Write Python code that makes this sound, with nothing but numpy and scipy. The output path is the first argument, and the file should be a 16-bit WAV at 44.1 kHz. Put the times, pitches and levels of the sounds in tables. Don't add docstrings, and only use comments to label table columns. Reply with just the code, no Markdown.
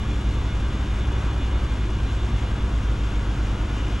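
import sys
import numpy as np
from scipy import signal
from scipy.fft import rfft, irfft
from scipy.io import wavfile
from scipy.ndimage import uniform_filter1d

SR = 44100
rng = np.random.default_rng(int(sys.argv[2]) if len(sys.argv) > 2 else 0)


def transcribe(u):
    v = np.clip(np.atleast_2d(u).T, -1, 1)
    q = np.round(v * 32767).astype(np.int16)
    wavfile.write(sys.argv[1], SR, q)


N = 176400
t = np.arange(N) / SR


# t/s, f/Hz
V8_RATE = [(0, 60.77), (0.55, 61.6), (1.5, 61.46), (1.9, 60.79), (2.25, 61.15), (2.6, 60.35), (2.85, 57.75),
           (3.05, 57.35), (3.3, 59.03), (3.65, 59.95), (4, 60.2)]
NEIGHBOUR_RATE = [(0, 50.42), (0.5, 50.78), (0.75, 49.68), (1.15, 50.81), (1.75, 50.62), (2.05, 51.4),
                  (2.5, 50.56), (3.0, 50.74), (3.15, 49.98), (3.4, 50.51), (4, 50.41)]

def crank(rate, first_firing_s):
    hz = curve(rate)
    return np.cumsum(hz) / SR + 1 - first_firing_s * hz[0]


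def exhaust_note(firings, harmonics, cylinders=8):
    jitter_cycles, wobble_db = 0.0043, 0.8
    cycle = firings / cylinders + jitter_cycles * walk(12)
    note = 0
    for k, db in harmonics:
        offset = rng.random() * (k % cylinders > 0)
        amplitude = undb(db + wobble_db * walk(8.04))
        note = note + amplitude * np.cos(2 * np.pi * (k * cycle + offset))
    return note


# harmonic of the eight-firing cycle, level/dB (peak, before the effort gain)
V8_HARMONICS = [(2, -36), (4, -49), (7, -35), (8, -21.5), (10, -36.5), (13, -55), (16, -46), (18, -43.5),
                (20, -43), (24, -52.5), (29, -46), (37, -47), (41, -48.5), (48, -48.5)]
NEIGHBOUR_HARMONICS = [(7, -38), (8, -23.5), (11, -57), (13, -47.5), (16, -28.5), (18, -39.5), (19, -50),
                       (20, -37.5), (21, -39.5), (24, -48), (32, -40)]
# t/s, level/dB
V8_GAIN = [(0, -1.5), (1.3, -1), (2.5, -3.5), (3.0, 0), (3.25, -6), (4, -4)]
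NEIGHBOUR_GAIN = [(0, -1), (.4, 0), (.8, -2), (1.15, -0.5), (1.6, -2.5), (2.3, 1), (2.7, -1), (3.15, -1),
                  (3.5, 0.5), (4, -1.5)]

def beating_exhausts(v8, neighbour):
    v8_note = exhaust_note(v8, V8_HARMONICS) * undb(curve(V8_GAIN))
    neighbour_note = exhaust_note(neighbour, NEIGHBOUR_HARMONICS) * undb(curve(NEIGHBOUR_GAIN))
    return v8_note + neighbour_note


# f/Hz, relative level/dB
RUMBLE_SPECTRUM = [(12, 0.5), (22, 1.5), (38, 1), (58, 3), (74, 3.5), (90, -2), (130, -14), (170, -6.5),
                   (215, -5), (240, -6.5), (305, -3), (335, -9), (380, -8.5), (450, -19), (700, -29.5)]

def exhaust_rumble(firings):
    puff_depth, top_hz = 0.28, RUMBLE_SPECTRUM[-1][0]
    puffs = 1 + puff_depth * np.cos(2 * np.pi * firings)
    gas = colour(wide_noise() * puffs, RUMBLE_SPECTRUM)
    return level(signal.sosfilt(butterworth(top_hz), gas), db=-31)


# f/Hz, relative level/dB
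RUSH_SPECTRUM = [(250, -6), (420, -0.5), (490, 2), (590, -3), (650, -2), (850, -4.5), (950, -1.5),
                 (1150, -3), (1500, -5), (1700, -5), (1790, -11), (2050, -9), (2330, -12.5), (2440, -7),
                 (2600, -13), (2900, -9.5), (3050, -12.5), (3350, -14), (3600, -12), (3800, -16.5),
                 (4050, -18.5), (4600, -20.5), (6700, -20.5), (7600, -25), (8200, -32), (9600, -32),
                 (11300, -38), (13000, -45.5), (14500, -57)]
# t/s, level/dB
RUSH_SWELL = [(0, -1), (.5, -.4), (1.1, 1), (1.16, 3.6), (1.26, 3), (1.35, .2), (1.58, 1.1), (1.8, -.9),
              (2.2, -.7), (2.5, .9), (2.65, -.2), (2.92, -.7), (3.28, .5), (3.6, .5), (3.8, 1.1), (4, .8)]

def bay_rush():
    noise = colour(wide_noise(), RUSH_SPECTRUM)
    rush = level(signal.sosfilt(butterworth(hz=408, kind="high"), noise), db=-38.5)
    body = signal.sosfiltfilt(butterworth(hz=2200), rush)
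    hiss = rush - body
    body_db = curve(RUSH_SWELL) + 0.25 * walk(22)
    hiss_db = 0.62 * walk(22)
    return body * undb(body_db) + hiss * undb(hiss_db)


CYLINDER_ACCENTS = [-6, -3, 0, -1, -1, 0, -5, -11]
# f/Hz, relative level/dB
TICK_SPECTRUM = [(500, -4.5), (1100, 0.5), (1700, -6), (3000, -2.5), (4200, -14.5), (7000, -17),
                 (9000, -23), (14000, -42)]

def valve_clatter(firings):
    decay_periods, scatter_db = 1.6, 1.0
    count = firings.astype(int)
    strength_db = np.array(CYLINDER_ACCENTS)[count % 8] + scatter_db * rng.standard_normal(N)[count]
    envelope = undb(strength_db) * np.exp(-(firings % 1) / decay_periods)
    return level(colour(wide_noise() * envelope, TICK_SPECTRUM), db=-47.5)


# f/Hz at the idle firing rate, level/dB (rms, before gain and pulsing)
BELT_TONES = [(1148, -57), (2152, -58.5), (2299, -64), (2425, -59), (2712, -62.5), (2900, -56), (3150, -62),
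              (3416, -55), (3644, -58), (3920, -68), (4140, -66)]
# t/s, level/dB
BELT_GAIN = [(0, 1.5), (.35, 0), (.65, .5), (1.05, -.5), (1.45, 2), (1.7, -.5), (2.3, 1), (2.6, -1),
             (2.8, -4), (3.2, -3.5), (4, -2)]

def belt_whine(firings):
    idle_hz, speed_sway, pulse_db = 61.3, 0.0055, 3
    rad_per_firing = 2 * np.pi / 8
    cycle_rad = rad_per_firing * firings
    shaft = firings + speed_sway / rad_per_firing * np.sin(cycle_rad)
    tones = sum(undb(db) * unsteady_tone(shaft * hz / idle_hz) for hz, db in BELT_TONES)
    return tones * undb(curve(BELT_GAIN) + pulse_db * np.cos(cycle_rad))


# start t/s, end t/s, f/Hz, level/dB (rms), pitch flutter/Hz
MOTOR_TONES = [(2.68, 3.5, 1410, -52, 5), (2.87, 3.18, 3415, -54.5, 10), (2.82, 3.22, 3655, -57, 18),
               (3.5, 4.2, 1450, -55, 10), (3.47, 4.2, 2885, -54.5, 30), (3.7, 4.2, 3115, -56, 25)]
ROOF_RAMP_S = 0.052

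def roof_motors():
    whine = 0
    for start, end, hz, db, flutter_hz in MOTOR_TONES:
        gate = np.clip(np.minimum(t - start, end - t) / ROOF_RAMP_S, 0, 1)
        whine = whine + undb(db) * unsteady_tone(hz * t, flutter_hz) * gate
    return whine


# f/Hz, relative level/dB
GEAR_SPECTRUM = [(120, -10), (310, 13), (430, 1), (600, 1), (1200, -4), (2100, -9), (3050, -1), (4000, -16),
                 (6000, -12), (12000, -38)]

def roof_gears(lift_s=3.42):
    whirr = level(colour(wide_noise(), GEAR_SPECTRUM), db=-47)
    return whirr * np.clip((t - lift_s) / ROOF_RAMP_S, 0, 1)


# harmonic of the six-firing cycle, level/dB (peak)
FAR_HARMONICS = [(6, -41.5), (18, -51), (21, -44.5)]

def far_engine(firing_hz=40.12):
    return exhaust_note(firing_hz * t, FAR_HARMONICS, cylinders=6)


# f/Hz, level/dB (rms)
FAN_LINES = [(1459, -60), (1583, -59)]

def fan_tones():
    return sum(undb(db) * unsteady_tone(hz * t) for hz, db in FAN_LINES)


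# f/Hz, level/dB
SIDE_SPECTRUM = [(60, -68), (125, -45), (250, -22), (420, -15.5), (750, -7.5), (1100, -8.5), (1900, -10),
                 (3000, -11), (4500, -9), (6000, -26), (8500, -11.5), (12000, -14)]

def wide_noise():
    mid, side = rng.standard_normal((2, N))
    return mid + colour(side, SIDE_SPECTRUM) * np.array([[1], [-1]])


# f/Hz, level/dB
LEFT_EXCESS = [(250, 0.27), (600, 2.7), (1000, 1.6), (1400, 1), (2400, 1.6), (5500, 0.37), (7500, 2),
               (12000, 1.3)]
# f/Hz, phase/rad
LEFT_LAG = [(200, .02), (600, 0.15), (1200, 0.11), (3000, 0.55), (4200, 0.62), (5300, 0.0032), (8500, 0.15),
            (12000, 0)]

def off_centre(pair):
    left = colour(pair[0], [(hz, db / 2) for hz, db in LEFT_EXCESS])
    right = colour(pair[1], [(hz, -db / 2) for hz, db in LEFT_EXCESS])
    lag = np.interp(np.fft.rfftfreq(N, 1 / SR), *np.array(LEFT_LAG).T)
    return np.array([irfft(rfft(left) * np.exp(-1j * lag), N), right])


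def unsteady_tone(turns, flutter_hz=5, flicker_db=2.2):
    wander = np.cumsum(flutter_hz * walk(70)) / SR
    amplitude = undb(flicker_db * walk(24))
    return level(amplitude * np.sin(2 * np.pi * (turns + wander)), db=0)


def walk(per_s):
    hold = int(SR / per_s)
    steps = np.repeat(rng.standard_normal(N // hold + 1), hold)
    smooth = uniform_filter1d(uniform_filter1d(steps, hold), hold)[:N]
    return smooth / np.std(smooth)


def colour(x, rows):
    hz, db = np.array(rows, float).T
    f = np.maximum(np.fft.rfftfreq(N, 1 / SR), 1)
    gain = undb(np.interp(np.log(f), np.log(hz), db))
    return irfft(rfft(x) * gain, N)


def butterworth(hz, kind="low"):
    return signal.butter(2, hz, kind, fs=SR, output="sos")


def curve(rows):
    return np.interp(t, *np.array(rows, float).T)


def level(x, db):
    return x * undb(db) / np.sqrt(np.mean(x ** 2))


def undb(db):
    return 10 ** (np.asarray(db) / 20)


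def scene():
    v8 = crank(V8_RATE, first_firing_s=0.0107)
    neighbour = crank(NEIGHBOUR_RATE, first_firing_s=0.0143)
    exhausts = beating_exhausts(v8, neighbour) + far_engine() + exhaust_rumble(neighbour)
    engine_bay = bay_rush() + valve_clatter(v8) + belt_whine(v8) + fan_tones()
    return exhausts + off_centre(engine_bay + roof_motors() + roof_gears())


def record(dry, top_hz=14400):
    return signal.sosfilt(signal.ellip(8, .2, 70, top_hz, fs=SR, output="sos"), dry)


dry = scene()
out = record(dry)
transcribe(out)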